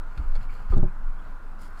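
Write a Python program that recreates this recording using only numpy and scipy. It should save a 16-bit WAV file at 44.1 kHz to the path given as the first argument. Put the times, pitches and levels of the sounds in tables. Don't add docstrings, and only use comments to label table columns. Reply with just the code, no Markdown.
import sys
import numpy as np
from scipy import signal
from scipy.io import wavfile
from scipy.ndimage import uniform_filter1d

SR = 44100
rng = np.random.default_rng(int(sys.argv[2]) if len(sys.argv) > 2 else 0)


def output_pcm(signal):
    pcm = np.clip(np.atleast_2d(signal).T, -1, 1) * 32767
    wavfile.write(sys.argv[1], SR, np.round(pcm).astype(np.int16))


def linear_from_db(decibels):
    return 10 ** (np.asarray(decibels, float) / 20)


N = 79380


def evened(x):
    return x / np.sqrt(np.mean(x ** 2) + 1e-20)


def curve(points):
    return np.interp(np.arange(N) / SR, *np.transpose(points))


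def add(mix, start_s, sound):
    part = mix[round(start_s * SR):][:len(sound)]
    part += sound[:len(part)]


def body(x, peaks, tilt_db=0):
    out = 0
    for hz, width_hz, db in peaks:
        pole = np.exp((-np.pi * width_hz + 2j * np.pi * hz) / SR)
        gain = 1 - abs(pole)
        once = signal.lfilter([gain], [1, -pole], x)
        twice = signal.lfilter([gain], [1, -pole], once).real
        out = out + linear_from_db(db + tilt_db * np.log2(hz / 4000)) * twice
    return out


def ring(modes):
    t = np.arange(SR // 3) / SR
    return sum(linear_from_db(db - 60 * t / t60_s) * np.sin(2 * np.pi * hz * t) for hz, db, t60_s in modes)


def air(spectrum, level_db, patchy_db):
    bin_hz = np.fft.rfftfreq(2048, 1 / SR)
    real, imag, patches = rng.standard_normal((N // 512 + 5, 1025, 3)).T
    patches = uniform_filter1d(patches, size=14, axis=0)
    patches = evened(uniform_filter1d(patches, size=6, axis=1))
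    hz, db = np.transpose(spectrum)
    colour_db = np.interp(np.log(bin_hz + 1), np.log(hz + 1), db, left=-100, right=-100)
    bins = (real + 1j * imag) * linear_from_db(colour_db[:, None] + patchy_db * patches)
    noise = signal.istft(bins, nperseg=2048, noverlap=1536)[1][:N]
    return linear_from_db(level_db) * evened(noise)


# f/Hz, density/dB per Hz
FAN_ROAR = [(40, -23.5), (70, -36.5), (130, -40.5), (200, -36), (400, -46), (700, -43.5), (1230, -39.5),
            (1500, -39.5), (1800, -54.5)]
# f/Hz, density/dB per Hz
MIC_HISS = [(1000, -17.5), (1700, 0), (1970, -2.5), (3470, -15), (4060, -13.5), (4540, -18), (15600, -26)]
# f/Hz, level/dB
MOTOR_LINES = [(60, -77.5), (89, -63.5)]
# f/Hz, width/Hz, level/dB
BLADE_TONES = [(1021, 60, 0), (1414.4, 72, 0)]


def room():
    t = np.arange(N) / SR
    out = air(FAN_ROAR, level_db=-49, patchy_db=0.98) + air(MIC_HISS, level_db=-64, patchy_db=1.8)
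    for hz, db in MOTOR_LINES:
        waver_rad = 0.39 * np.sin(2 * np.pi * 2.3 * t + hz)
        out += linear_from_db(db + 8) * np.sin(2 * np.pi * hz * t + waver_rad)
    return out + linear_from_db(-60) * evened(body(rng.standard_normal(N), BLADE_TONES))


# t/s, level/dB
SWAY = [(0.0, -27.5), (0.06, -28.5), (0.19, -35), (0.314, -16), (0.376, -17.5), (0.426, -30.5), (0.49, -23),
        (0.59, -34), (0.686, -25), (0.772, -11), (0.852, -14.5), (0.926, -32), (1.088, -20), (1.228, -34.5),
        (1.348, -28), (1.405, -43), (1.45, -29), (1.55, -34), (1.8, -34.5)]
# f/Hz, width/Hz, level/dB
LEG_SHUDDER = [(27, 8, 0)]


def sway():
    rest_hz, sag_hz, crest_s = 20, 12.5, 0.804
    shudder_db = -22
    size = uniform_filter1d(linear_from_db(curve(SWAY) + 3), size=1200)
    turns = np.cumsum(rest_hz - sag_hz * size) / SR
    rocking = np.cos(2 * np.pi * (turns - turns[round(crest_s * SR)]))
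    shudder = evened(body(rng.standard_normal(N), LEG_SHUDDER))
    return size * (rocking + linear_from_db(shudder_db) * shudder)


GRAINS_PER_S, GRAIN_SPREAD_DB = 6000, 3.0


def friction(stroke, peaks):
    hits = rng.random(N) < GRAINS_PER_S / SR
    sizes = linear_from_db(GRAIN_SPREAD_DB * np.minimum(rng.exponential(1, N), 4))
    grains = hits * sizes * rng.choice([-1., 1.], N)
    return linear_from_db(curve(stroke)) * evened(body(grains, peaks))


# t/s, level/dB
SLIDE = [(0, -77), (.1, -66), (.17, -63), (.2, -60.5), (.33, -64.5), (.4, -60.5), (.435, -54.5),
         (.475, -69), (.51, -56.5), (.58, -58), (.65, -62.5), (.69, -66), (.712, -54), (.76, -64.5),
         (.8, -75.5), (1.16, -75), (1.26, -63.5), (1.4, -72)]
# f/Hz, width/Hz, level/dB
SLIDE_BODY = [(130, 110, 16.5), (2120, 1800, 6), (4260, 1200, -1), (7280, 2000, -7.5), (9140, 2500, -14),
              (11800, 4600, -18)]


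def slide():
    return friction(SLIDE, SLIDE_BODY)


# t/s, level/dB, f/Hz, t60/s, direction/sign
THUMPS = [(.172, -27.5, 104, 0.13, -1), (0.183, -19, 47.5, 0.19, -1), (0.195, -22.5, 62.8, 0.16, 1),
          (.19, -41, 295, 0.15, 1), (0.242, -23, 42, 0.18, 1), (0.261, -30, 29.3, 0.58, 1),
          (.351, -37, 620, 0.045, 1), (.353, -41, 500, .04, 1), (.735, -36, 540, .08, 1),
          (.2, -42, 200, .12, 1), (1.35, -48, 480, .05, 1), (1.62, -50.5, 199.7, 0.27, 1),
          (.86, -38.5, 95, 0.19, 1), (.698, -36, 250, 0.059, 1), (0.374, -27.5, 77.5, 0.099, 1),
          (0.383, -39.5, 205, 0.14, 1), (0.406, -36.5, 111.8, .2, 1), (0.527, -38.5, 85, 0.11, 1),
          (0.584, -32, 33, 0.47, 1), (.61, -40.5, 119, 0.17, 1), (.64, -47.5, 197, 0.23, 1),
          (0.702, -12.5, 33.2, 0.41, 1), (0.704, -16, 62, 0.15, 1), (.728, -26, 371, 0.11, 1),
          (.755, -33, 63.6, 0.17, 1), (0.999, -32.5, 37.6, 0.33, 1), (1.171, -47, 130, 0.14, 1),
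          (1.222, -47, 190, 0.084, 1), (1.261, -45, 150, .1, 1), (1.29, -47, 179, .1, 1),
          (1.26, -46, 620, 0.06, 1), (1.25, -39, 29.6, 0.25, 1), (1.401, -53, 44.6, 0.23, 1),
          (1.739, -39, 40.4, 0.22, 1)]


def thumps():
    rise_s = 0.0039
    out, t = np.zeros(N), np.arange(SR // 2) / SR
    rise = 1 - np.exp(-t / rise_s)
    for start_s, db, hz, t60_s, direction in THUMPS:
        decay = linear_from_db(db - 60 * t / t60_s)
        add(out, start_s, np.sign(direction) * rise * decay * np.sin(2 * np.pi * hz * t))
    return out


# t/s, length/s, level/dB, rate/slips per s
CHATTER = [(.7225, .001, -33, 330), (.7265, .001, -35, 330), (.7305, .001, -40, 330),
           (.7365, .001, -35, 300), (.7415, .001, -37, 330), (.749, .001, -43, 330), (.768, .001, -44, 330),
           (.875, .02, -56, 250), (.354, .001, -46, 232), (.3612, .006, -43, 230), (.1757, .085, -49, 200),
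           (.549, .015, -46, 250), (.622, .01, -46, 250), (.603, .012, -47, 250), (1.275, .008, -50, 270),
           (1.617, .008, -49, 247)]
# f/Hz, level/dB, t60/s
LID = [(556, -9.5, 0.035), (880, -2.5, 0.025), (1050, 0, 0.03), (1210, 4, 0.031), (1240, -4, 0.039),
       (1360, -21, .05)]


def chatter():
    slip_s, level_spread_db = 0.00073, 5.1
    slips = np.zeros(N)
    for (start_s, length_s, db, rate_hz), (gap, drop) in zip(CHATTER, rng.random((len(CHATTER), 2, 30))):
        at_s = np.cumsum(0.4 + 1.3 * gap) / rate_hz
        at_s = at_s - at_s[0]
        inside = at_s < length_s
        slips[((start_s + at_s[inside]) * SR).astype(int)] += linear_from_db(db - level_spread_db * drop[inside])
    push = np.sin(np.pi * np.arange(0, slip_s, 1 / SR) / slip_s) ** 2
    return signal.fftconvolve(slips, np.convolve(push / push.sum(), ring(LID)))[:N]


# t/s, level/dB, tilt/dB per octave, t60/s
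TICKS = [(.1757, -43, -6, .06), (.317, -54, -8, 0.064), (0.31, -60, 0, .015), (.3538, -44, -5.5, 0.051),
         (.3612, -47.5, -4, 0.037), (.5505, -55, 0, 0.027), (.7347, -49, -5.5, 0.095),
         (.7295, -56, -2, .015), (.7, -59.5, 0.5, .08), (0.54, -59.5, 2, .03), (1.1, -66, -7.5, 0.054),
         (0.41, -50, -14, 0.054), (0.45, -60, -16, 0.046), (1.7738, -58.5, -1, .08)]
# f/Hz, width/Hz, level/dB
TICK_BODY = [(1330, 1000, 2), (2020, 1350, -1), (3270, 620, 3), (4230, 640, 6.5), (6500, 850, -4),
             (7640, 1300, -8.5), (9600, 1200, -17.5), (13000, 1500, -12)]


def ticks():
    rise_s, strike = 0.0002, 5
    out, t = np.zeros(N), np.arange(4000) / SR
    contact = strike * signal.unit_impulse(len(t), 12)
    for (start_s, db, tilt_db, t60_s), crackle in zip(TICKS, rng.standard_normal((len(TICKS), len(t)))):
        envelope = np.minimum(t / rise_s, 1) * linear_from_db(db - 60 * t / t60_s)
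        add(out, start_s, envelope * evened(body(crackle + contact, TICK_BODY, tilt_db)))
    return out


# t/s, level/dB
FOAM_POPS = [
    (1.6177, -52),
    (1.7035, -64),
    (.2887, -63),
]
# f/Hz, level/dB, t60/s
FOAM_EDGE = [(7300, -2, .012), (9500, -1, 0.011), (13000, -1.5, .012), (2100, -1, .015)]


def foam_pops():
    out = np.zeros(N)
    for start_s, db in FOAM_POPS:
        add(out, start_s, linear_from_db(db) * ring(FOAM_EDGE))
    return out


# t/s, length/s, level/dB, f/Hz
SQUEAKS = [
    (1.188, .03, -65, 3300),
    (.49, .022, -54, 2300),
    (.412, .028, -65, 4200),
    (.875, .02, -63, 2400),
]


def squeaks():
    out = np.zeros(N)
    for start_s, length_s, db, hz in SQUEAKS:
        progress = np.clip((np.arange(N) / SR - start_s) / length_s, 0, 1)
        rough = evened(body(rng.standard_normal(N), [(hz, 200, 0)]))
        out += linear_from_db(db) * np.sin(np.pi * progress ** 0.6) * rough
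    return out


# t/s, level/dB, contact/s, ring/dB, tilt/dB per octave
KNOCKS = [
    (.7675, -20.5, 0.004, 4.5, 1),
    (.7795, -20, 0.0041, 2.5, 0),
    (.8295, -18.5, 0.004, 3, 1),
    (.858, -31.5, 0.0039, -3.5, -1),
    (.7955, -27, 0.0046, 0.5, -1),
    (.733, -28.5, 0.0041, -1, 0.5),
    (.75, -28, 0.0072, 2.5, -0.5),
]
# f/Hz, level/dB, t60/s
BOX = [(113.3, 4, 0.085), (143.6, -5, .18), (182.8, -5, 0.2), (224, -11, 0.12), (302, -18, .09),
       (360.4, -6.5, 0.15), (499, -13.5, 0.068), (534, -20.5, 0.12), (600.6, -11, 0.078),
       (681, -24.5, 0.081), (777, -14, 0.062), (260.5, -13.5, .1)]


def knocks():
    rise_s, spot_db, detune = 0.001, 1.0, 0.006
    out, rise = np.zeros(N), 1 - np.exp(-np.arange(SR // 3) / SR / rise_s)
    spots = rng.standard_normal((len(KNOCKS), len(BOX), 2))
    for (start_s, db, contact_s, ring_db, tilt_db), spot in zip(KNOCKS, spots):
        push = np.sin(np.pi * np.arange(0, contact_s, 1 / SR) / contact_s) ** 2
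        modes = []
        for (hz, mode_db, t60_s), (shift, favour) in zip(BOX, spot):
            struck_db = mode_db + spot_db * favour + tilt_db * np.log2(hz / 250)
            modes.append((hz * (1 + detune * shift), struck_db, t60_s))
        add(out, start_s, -linear_from_db(db) * push)
        add(out, start_s, -linear_from_db(db + ring_db - 7) * rise * ring(modes))
    return out


# f/Hz, level/dB, t60/s
HINGE = [(3650, 0, .02), (4300, -5, .03), (4800, -6, .015), (5600, -8, .012), (6500, -2, .015),
         (7100, -5, .015), (8200, -5, .015), (9000, -12, .012)]


def hinge_snap():
    start_s, level_db, rise_s = 0.778, -47, 0.0012
    out, sound = np.zeros(N), ring(HINGE)
    t = np.arange(len(sound)) / SR
    rise = np.sin(np.pi / 2 * np.minimum(t / rise_s, 1)) ** 2
    add(out, start_s, linear_from_db(level_db) * sound * rise)
    return out


# t/s, level/dB
RUB = [(1.57, -88), (1.595, -65), (1.63, -57), (1.67, -61.5), (1.7, -73), (1.76, -70.5), (1.775, -67.5),
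       (1.8, -58)]
# f/Hz, width/Hz, level/dB
RUB_BODY = [(2100, 920, 4), (3160, 2200, 1.5), (4870, 2500, 3), (7000, 2700, -2), (9140, 3800, -4),
            (12600, 5000, -18)]


def rub():
    return friction(RUB, RUB_BODY)


def scene():
    steady = room() + sway() + slide()
    handling = thumps() + chatter() + ticks() + foam_pops() + squeaks()
    landing = knocks() + hinge_snap()
    return (steady + handling + landing + rub())[None]


def band_limit(x):
    return signal.sosfilt(signal.butter(12, 15710, fs=SR, output="sos"), x)


def record(dry):
    return band_limit(dry)


dry = scene()
out = record(dry)
output_pcm(out)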